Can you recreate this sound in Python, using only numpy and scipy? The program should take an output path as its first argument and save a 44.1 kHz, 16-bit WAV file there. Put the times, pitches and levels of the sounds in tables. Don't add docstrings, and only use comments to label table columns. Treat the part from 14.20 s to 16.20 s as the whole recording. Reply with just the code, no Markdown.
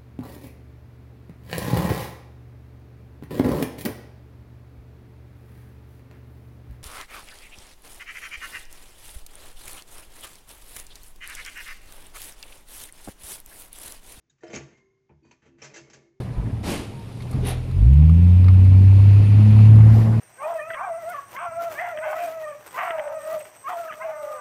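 import sys
import numpy as np
from scipy import signal
from scipy.fft import rfft, irfft
from scipy.io import wavfile

SR = 44100
rng = np.random.default_rng(int(sys.argv[2]) if len(sys.argv) > 2 else 0)


def store_pcm(level_fs):
    pcm = np.round(np.clip(level_fs, -1, 1) * 32767).astype(np.int16)
    wavfile.write(sys.argv[1], SR, np.atleast_2d(pcm).T)


N = 88200

# (time [s], thump [dB], knock [dB], clack [dB], tick [dB])
HITS = [(0.1, -89, -89, -78, -68.5), (0.182, -90.5, -90.5, -73.5, -76.5), (0.207, -70.5, -80.5, -91, -69.5),
        (0.225, -73, -61, -60, -70.5), (0.331, -45.5, -37, -44, -44), (0.340, -60, -46.5, -49, -43),
        (0.348, -37, -37.5, -47.5, -39.5), (0.360, -49, -48.5, -37.5, -60), (0.573, -61, -94, -65, -68),
        (0.893, -55.5, -66, -70.5, -89.5), (0.908, -56, -58, -71, -99.5), (1.049, -54.5, -62, -68.5, -73),
        (1.110, -61.5, -60.5, -57, -60.5), (1.22, -59.5, -82, -63.5, -73.5), (1.417, -62, -51, -51, -56),
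        (1.421, -58.5, -49, -50.5, -48.5), (1.443, -72, -65, -59, -45.5), (1.535, -78, -55, -57, -57),
        (1.542, -72, -54, -49.5, -47.5), (1.559, -73, -47.5, -51.5, -44), (1.577, -59, -52, -46.5, -53),
        (1.604, -56.5, -59.5, -60.5, -63.5), (1.698, -59, -67, -57.5, -53), (1.731, -70, -68, -53.5, -50),
        (1.736, -72.5, -56.5, -67, -53), (1.744, -57.5, -57.5, -56, -62), (1.767, -60, -53, -63, -81)]
# (time [s], length [s], thump, knock, clack, tick [dB re SCRAPE_DB])
SCRAPES = [(0.213, 0.1, -58, -59, -62.5, -76), (0.336, 0.067, -56.5, -47, -50, -70),
           (0.411, 0.13, -63, -70.5, -65.5, -75.5), (1.017, 0.017, -66, -82, -77, -79),
           (1.049, 0.045, -66, -70.5, -71.5, -73), (1.222, 0.06, -69.5, -65.5, -64.5, -72.5),
           (1.252, 0.17, -67, -75, -83, -120), (1.373, 0.064, -82, -83, -64.5, -72),
           (1.419, 0.049, -73, -53, -50.5, -56), (1.486, 0.038, -53.5, -55.5, -56.5, -75),
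           (1.535, 0.056, -73, -58.5, -67, -55), (1.62, 0.097, -75, -60.5, -67.5, -80),
           (1.759, 0.1, -75.5, -67.5, -74.5, -80)]
# (time [s], judder [dB], rasp [dB])
SLIPS = [(0.233, -34.5, -53), (0.244, -48.5, -75), (0.265, -58.5, -55), (0.276, -51, -70.5),
         (0.29, -51, -70.5), (0.3005, -39, -50.5), (0.309, -54, -57.5)]
CONTACT_EDGES_HZ = [60, 300, 800, 3100, 8200]
# (frequency [Hz], level [dB], t60 [s])
TOASTER_MODES = [(74, -29.5, 0.37), (137.5, -24, 0.25), (231.2, -20, 0.16), (267, -14.5, 0.043),
                 (339, -24.5, 0.38), (390.3, -38.5, 0.93), (446, -27, 0.2), (622.4, -30, 0.31),
                 (851, -40.5, 0.2), (967, -32.5, .3), (1157, -28, 0.28), (1797, -23, 0.13),
                 (2030, -33.5, 0.09), (2124, -26.5, 0.11), (2093, -27.5, 0.16), (2303, -25, 0.15),
                 (2450, -27.5, 0.16), (2600, -24, 0.1), (3100, -26.5, 0.16), (4532, -26, 0.048),
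                 (5180, -31, 0.32), (5830, -30, 0.22), (6130, -14, 0.096), (6300, -26.5, 0.18),
                 (6448, -28, 0.37), (6690, -20.5, 0.21)]
# (frequency [Hz], relative level [dB])
SHEET_SPECTRUM = [(40, -32.5), (100, -17.5), (190, 1), (330, -1), (550, -4.5), (790, -8), (950, -3.5),
                  (1200, -5), (1550, -0.5), (1850, 2.5), (2350, 0), (2750, -3), (3400, -6), (4400, -2),
                  (5500, 0), (6600, 1.5), (7300, -2), (8300, -12.5)]
# (frequency [Hz], level [dB], t60 [s])
JUDDER_MODES = [(337, -2.5, 0.18), (448.8, -2.5, 0.12), (496, -6, 0.061), (541, -9.5, 0.044),
                (632, -11.5, 0.28), (697, -10.5, 0.18), (714, -4, 0.049), (948, -17.5, 0.052),
                (1416, -11.5, 0.038), (1706, -18, 0.14)]
# (time [s], frequency [Hz], level [dB], t60 [s])
WIRE_PINGS = [(0.099, 1630, -76.5, 0.16), (0.098, 3760, -68, 0.082), (0.098, 6760, -62, 0.04),
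              (0.208, 1810, -64, 0.075), (0.281, 5190, -54, 0.064), (0.323, 6448, -55, 0.12),
              (0.331, 2247, -41.5, 0.087), (0.340, 2283, -34, .1), (0.342, 2682, -40, 0.072),
              (0.360, 6690, -40.5, 0.12), (0.360, 6448, -38, 0.081), (0.358, 5600, -44, 0.1),
              (0.893, 886, -66.5, 0.34), (0.893, 960, -74, 0.21), (0.896, 1408, -66.5, 0.12),
              (0.894, 2394, -66, 0.062), (1.045, 972, -69, 0.38), (1.047, 873, -69, 0.34),
              (1.111, 2450, -55, 0.12), (1.111, 955, -62, 0.15), (1.112, 2860, -59, 0.046),
              (1.114, 6270, -53.5, 0.02), (1.114, 4440, -61, 0.063), (1.221, 1430, -71, 0.28),
              (1.219, 1750, -70, 0.11), (1.417, 2700, -51, 0.088), (1.419, 2414, -44, 0.076),
              (1.419, 5490, -48, 0.087), (1.420, 5960, -42.5, 0.056), (1.437, 6950, -46, 0.063),
              (1.444, 1545, -47.5, 0.11), (1.445, 1945, -52.5, 0.074), (1.500, 2470, -52.5, 0.037),
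              (1.542, 2064, -45, 0.13), (1.542, 5900, -41, 0.013), (1.562, 1662, -48, 0.11),
              (1.564, 2697, -55.5, .17), (1.577, 6260, -47, 0.049), (1.701, 5290, -52.5, 0.055),
              (1.734, 1652, -56.5, 0.15), (1.735, 6500, -47, 0.043)]
# (time [s], hold [s], frequency [Hz], level [dB])
CASING_TONES = [(0.12, 0.022, 137.5, -62.5), (0.336, 0.019, 205, -38), (0.34, 0.0092, 348.4, -42.5),
                (0.345, 0.025, 262.6, -40.5), (0.36, 0.093, 74, -58), (0.39, 0.062, 139.6, -45.5),
                (0.896, 0.023, 339, -57), (0.914, 0.08, 76.3, -61), (0.938, 0.036, 145, -56),
                (1.023, 0.018, 326, -57), (1.026, 0.13, 259.3, -69), (1.275, 0.08, 263.4, -62),
                (1.285, 0.1, 339, -57), (1.434, 0.065, 139.7, -51), (1.561, 0.046, 338, -54.5),
                (1.61, 0.046, 139, -54.5), (1.72, 0.092, 137.6, -61.5), (1.834, 0.087, 340.3, -63.5)]
# (time [s], frequency [Hz], level [dB], t60 [s], beat depth [0-1])
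CARRIAGE_SHIVERS = [(0.52, 2124, -65.5, 0.88, 0.6), (0.55, 1043, -77.5, 0.98, .6),
                    (0.62, 1785, -72.5, 0.31, 0.57), (0.62, 386.6, -63, 1.65, .08),
                    (0.52, 2100, -72.5, 0.55, 0.65), (0.47, 6470, -70.5, 0.62, 0.6),
                    (1.026, 2475, -69.5, 0.64, 0.52), (1.029, 4570, -75.5, .35, 0.75),
                    (1.285, 2670, -80.5, 0.52, 0.6), (1.61, 2153, -69.5, 1.1, 1),
                    (1.75, 1761, -76.5, 0.64, 0.7), (1.925, 384, -61, 0.5, .08)]
# (frequency [Hz], t60 [s])
ROOM_T60 = [(100, 0.6), (500, 0.58), (2000, 0.42), (7000, 0.42)]
# (frequency [Hz], relative spectral density [dB])
HUM_SPECTRUM = [(25, -18.5), (50, 1), (78, -10), (100, -2.5), (140, 5.5), (190, -11), (350, -5.5),
                (520, -19), (1000, -23.5), (2200, -24.5), (4000, -32), (6600, -29.5), (8300, -47.5)]

CHATTER_DB, CHATTER_DECAY_S = -12.5, 0.0054
SCRAPE_DB, SCRAPE_ATTACK_S, SCRAPE_RELEASE_S = -10, 0.0055, 0.0063
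CRUMBLE_DB, CRUMBLE_DECAY_S, RASP_TREBLE_DB = -8, 0.0067, -5


def toaster(t, room, sheet_db=-2.5, sheet_t60_s=0.13, sheet_attack_s=0.001, room_db=-14):
    sheet = amp(sheet_db) * noise(SHEET_SPECTRUM) * fade(t, sheet_t60_s) * rise(t, sheet_attack_s)
    return drive(contacts(t), ring(TOASTER_MODES, t) + sheet + amp(room_db) * room)


def contacts(t):
    force, grit = np.zeros((4, N)), crumbs()
    chatter = amp(CHATTER_DB) * np.exp(-t[:SR // 20] / CHATTER_DECAY_S)
    for start, *db in HITS:
        i = int(start * SR)
        after = slice(i, i + len(chatter))
        force[:, i] += amp(db)
        force[2:, after] += amp(db)[2:, None] * chatter * grit[after]
    for start, length, *db in SCRAPES:
        span = slice(int(start * SR), int(start * SR) + SR // 2)
        age = np.maximum(t[span] - start, 0)
        release = np.exp(-np.maximum(age - length, 0) / SCRAPE_RELEASE_S)
        pressure = np.minimum(age / SCRAPE_ATTACK_S, 1) * release
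        force[:, span] += amp(db)[:, None] * amp(SCRAPE_DB) * pressure * grit[span]
    for start, _, rasp_db in SLIPS:
        crumble = amp(CRUMBLE_DB) * (t >= start) * np.exp(-np.abs(t - start) / CRUMBLE_DECAY_S)
        rasp = impulse(start) + crumble * grit
        force[2:] += amp([rasp_db, rasp_db + RASP_TREBLE_DB])[:, None] * rasp
    return sum(band(f, lo, hi) for f, lo, hi in zip(force, CONTACT_EDGES_HZ, CONTACT_EDGES_HZ[1:]))


def crumbs(rate_per_s=800, scatter_db=6):
    breaks = rng.random(N) < rate_per_s / SR
    size = unit(amp(scatter_db * rng.standard_normal(N)))
    return breaks * size * rng.choice([-1., 1.], N)


def judder(t, room, attack_s=0.0012, highpass_hz=250.7, room_db=-34.5):
    jerks = sum(amp(db) * impulse(start) for start, db, _ in SLIPS)
    croak = drive(jerks, ring(JUDDER_MODES, t) * rise(t, attack_s))
    croak = signal.sosfilt(signal.butter(4, highpass_hz, "high", fs=SR, output="sos"), croak)
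    return croak + amp(room_db) * drive(croak, room)


def wires(t, room, roughness=0.77, flutter_hz=112.5, room_db=-45.5):
    age = t[:SR // 3]
    pings = sum(place(amp(db) * tone(age, hz, t60, roughness, flutter_hz), start)
                for start, hz, db, t60 in WIRE_PINGS)
    return pings + amp(room_db) * drive(pings, room)


def casing(t, attack_s=0.0019, release_t60_s=0.13):
    age, out = t[:SR // 2], np.zeros(N)
    for start, hold, hz, db in CASING_TONES:
        envelope = rise(age, attack_s) * fade(np.maximum(age - hold, 0), release_t60_s)
        out += place(amp(db) * envelope * np.sin(2 * np.pi * hz * age), start)
    return out


def carriage(t, swell_s=0.017, beat_hz=21.5, flutter_hz=45.3):
    age, out = t[:SR], np.zeros(N)
    swell = np.minimum(age / swell_s, 1)
    for start, hz, db, t60, beat_depth in CARRIAGE_SHIVERS:
        flutter_depth = 0.93 * beat_depth
        main = tone(age, hz, t60, flutter_depth, flutter_hz)
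        neighbour = beat_depth * tone(age, hz + beat_hz, t60, flutter_depth, flutter_hz)
        out += place(amp(db) * swell * (main + neighbour), start)
    return out


def kitchen(t, build_s=0.0033):
    spectrum = rfft(noise(SHEET_SPECTRUM))
    hz, t60s = np.array(ROOM_T60).T
    weights = [per_bin(list(zip(hz, row))) for row in np.eye(len(hz))]
    tail = sum(irfft(spectrum * weight, N) * fade(t, t60) for weight, t60 in zip(weights, t60s))
    return tail * rise(t, build_s)


def hum(rms_db=-74.5):
    return amp(rms_db) * unit(noise(HUM_SPECTRUM))


def ring(modes, t):
    return sum((-1) ** k * amp(db) * np.sin(2 * np.pi * hz * t) * fade(t, t60)
               for k, (hz, db, t60) in enumerate(modes))


def tone(age, hz, t60_s, depth, flutter_hz):
    lowpass = signal.butter(3, flutter_hz, fs=SR, output="sos")
    level, phase = depth * unit(signal.sosfilt(lowpass, rng.standard_normal((2, len(age)))))
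    return (1 + level) * np.sin(2 * np.pi * hz * age + phase) * fade(age, t60_s)


def noise(spectrum):
    return irfft(rfft(rng.standard_normal(N)) * amp(per_bin(spectrum)), N)


def per_bin(points):
    hz, value = np.array(points, float).T
    return np.interp(np.log(np.fft.rfftfreq(N, 1 / SR) + 1), np.log(hz), value)


def band(x, lo_hz, hi_hz):
    bandpass = signal.butter(4, [lo_hz, hi_hz], "band", fs=SR, output="sos")
    return signal.sosfilt(bandpass, x + 1e-18) * np.sqrt(SR / 2 / (hi_hz - lo_hz))


def drive(force, response):
    return signal.fftconvolve(force, response)[:N]


def rise(t, attack_s):
    return 1 - np.exp(-t / attack_s)


def fade(t, t60_s):
    return np.exp(-np.log(1000) * t / max(t60_s, .005))


def impulse(start_s):
    return 1. * (np.arange(N) == int(start_s * SR))


def place(sound, start_s):
    return np.concatenate([np.zeros(int(start_s * SR)), sound, np.zeros(N)])[:N]


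def amp(db):
    return 10 ** (np.asarray(db, float) / 20)


def unit(x):
    return x / np.sqrt(np.mean(x ** 2))


def scene():
    t = np.arange(N) / SR
    room = kitchen(t)
    return (hum() + toaster(t, room) + wires(t, room) + carriage(t) + casing(t) + judder(t, room))[None]


def record(dry):
    return signal.sosfilt(signal.ellip(8, .2, 70, 7850, fs=SR, output="sos"), dry)


dry = scene()
out = record(dry)
store_pcm(out)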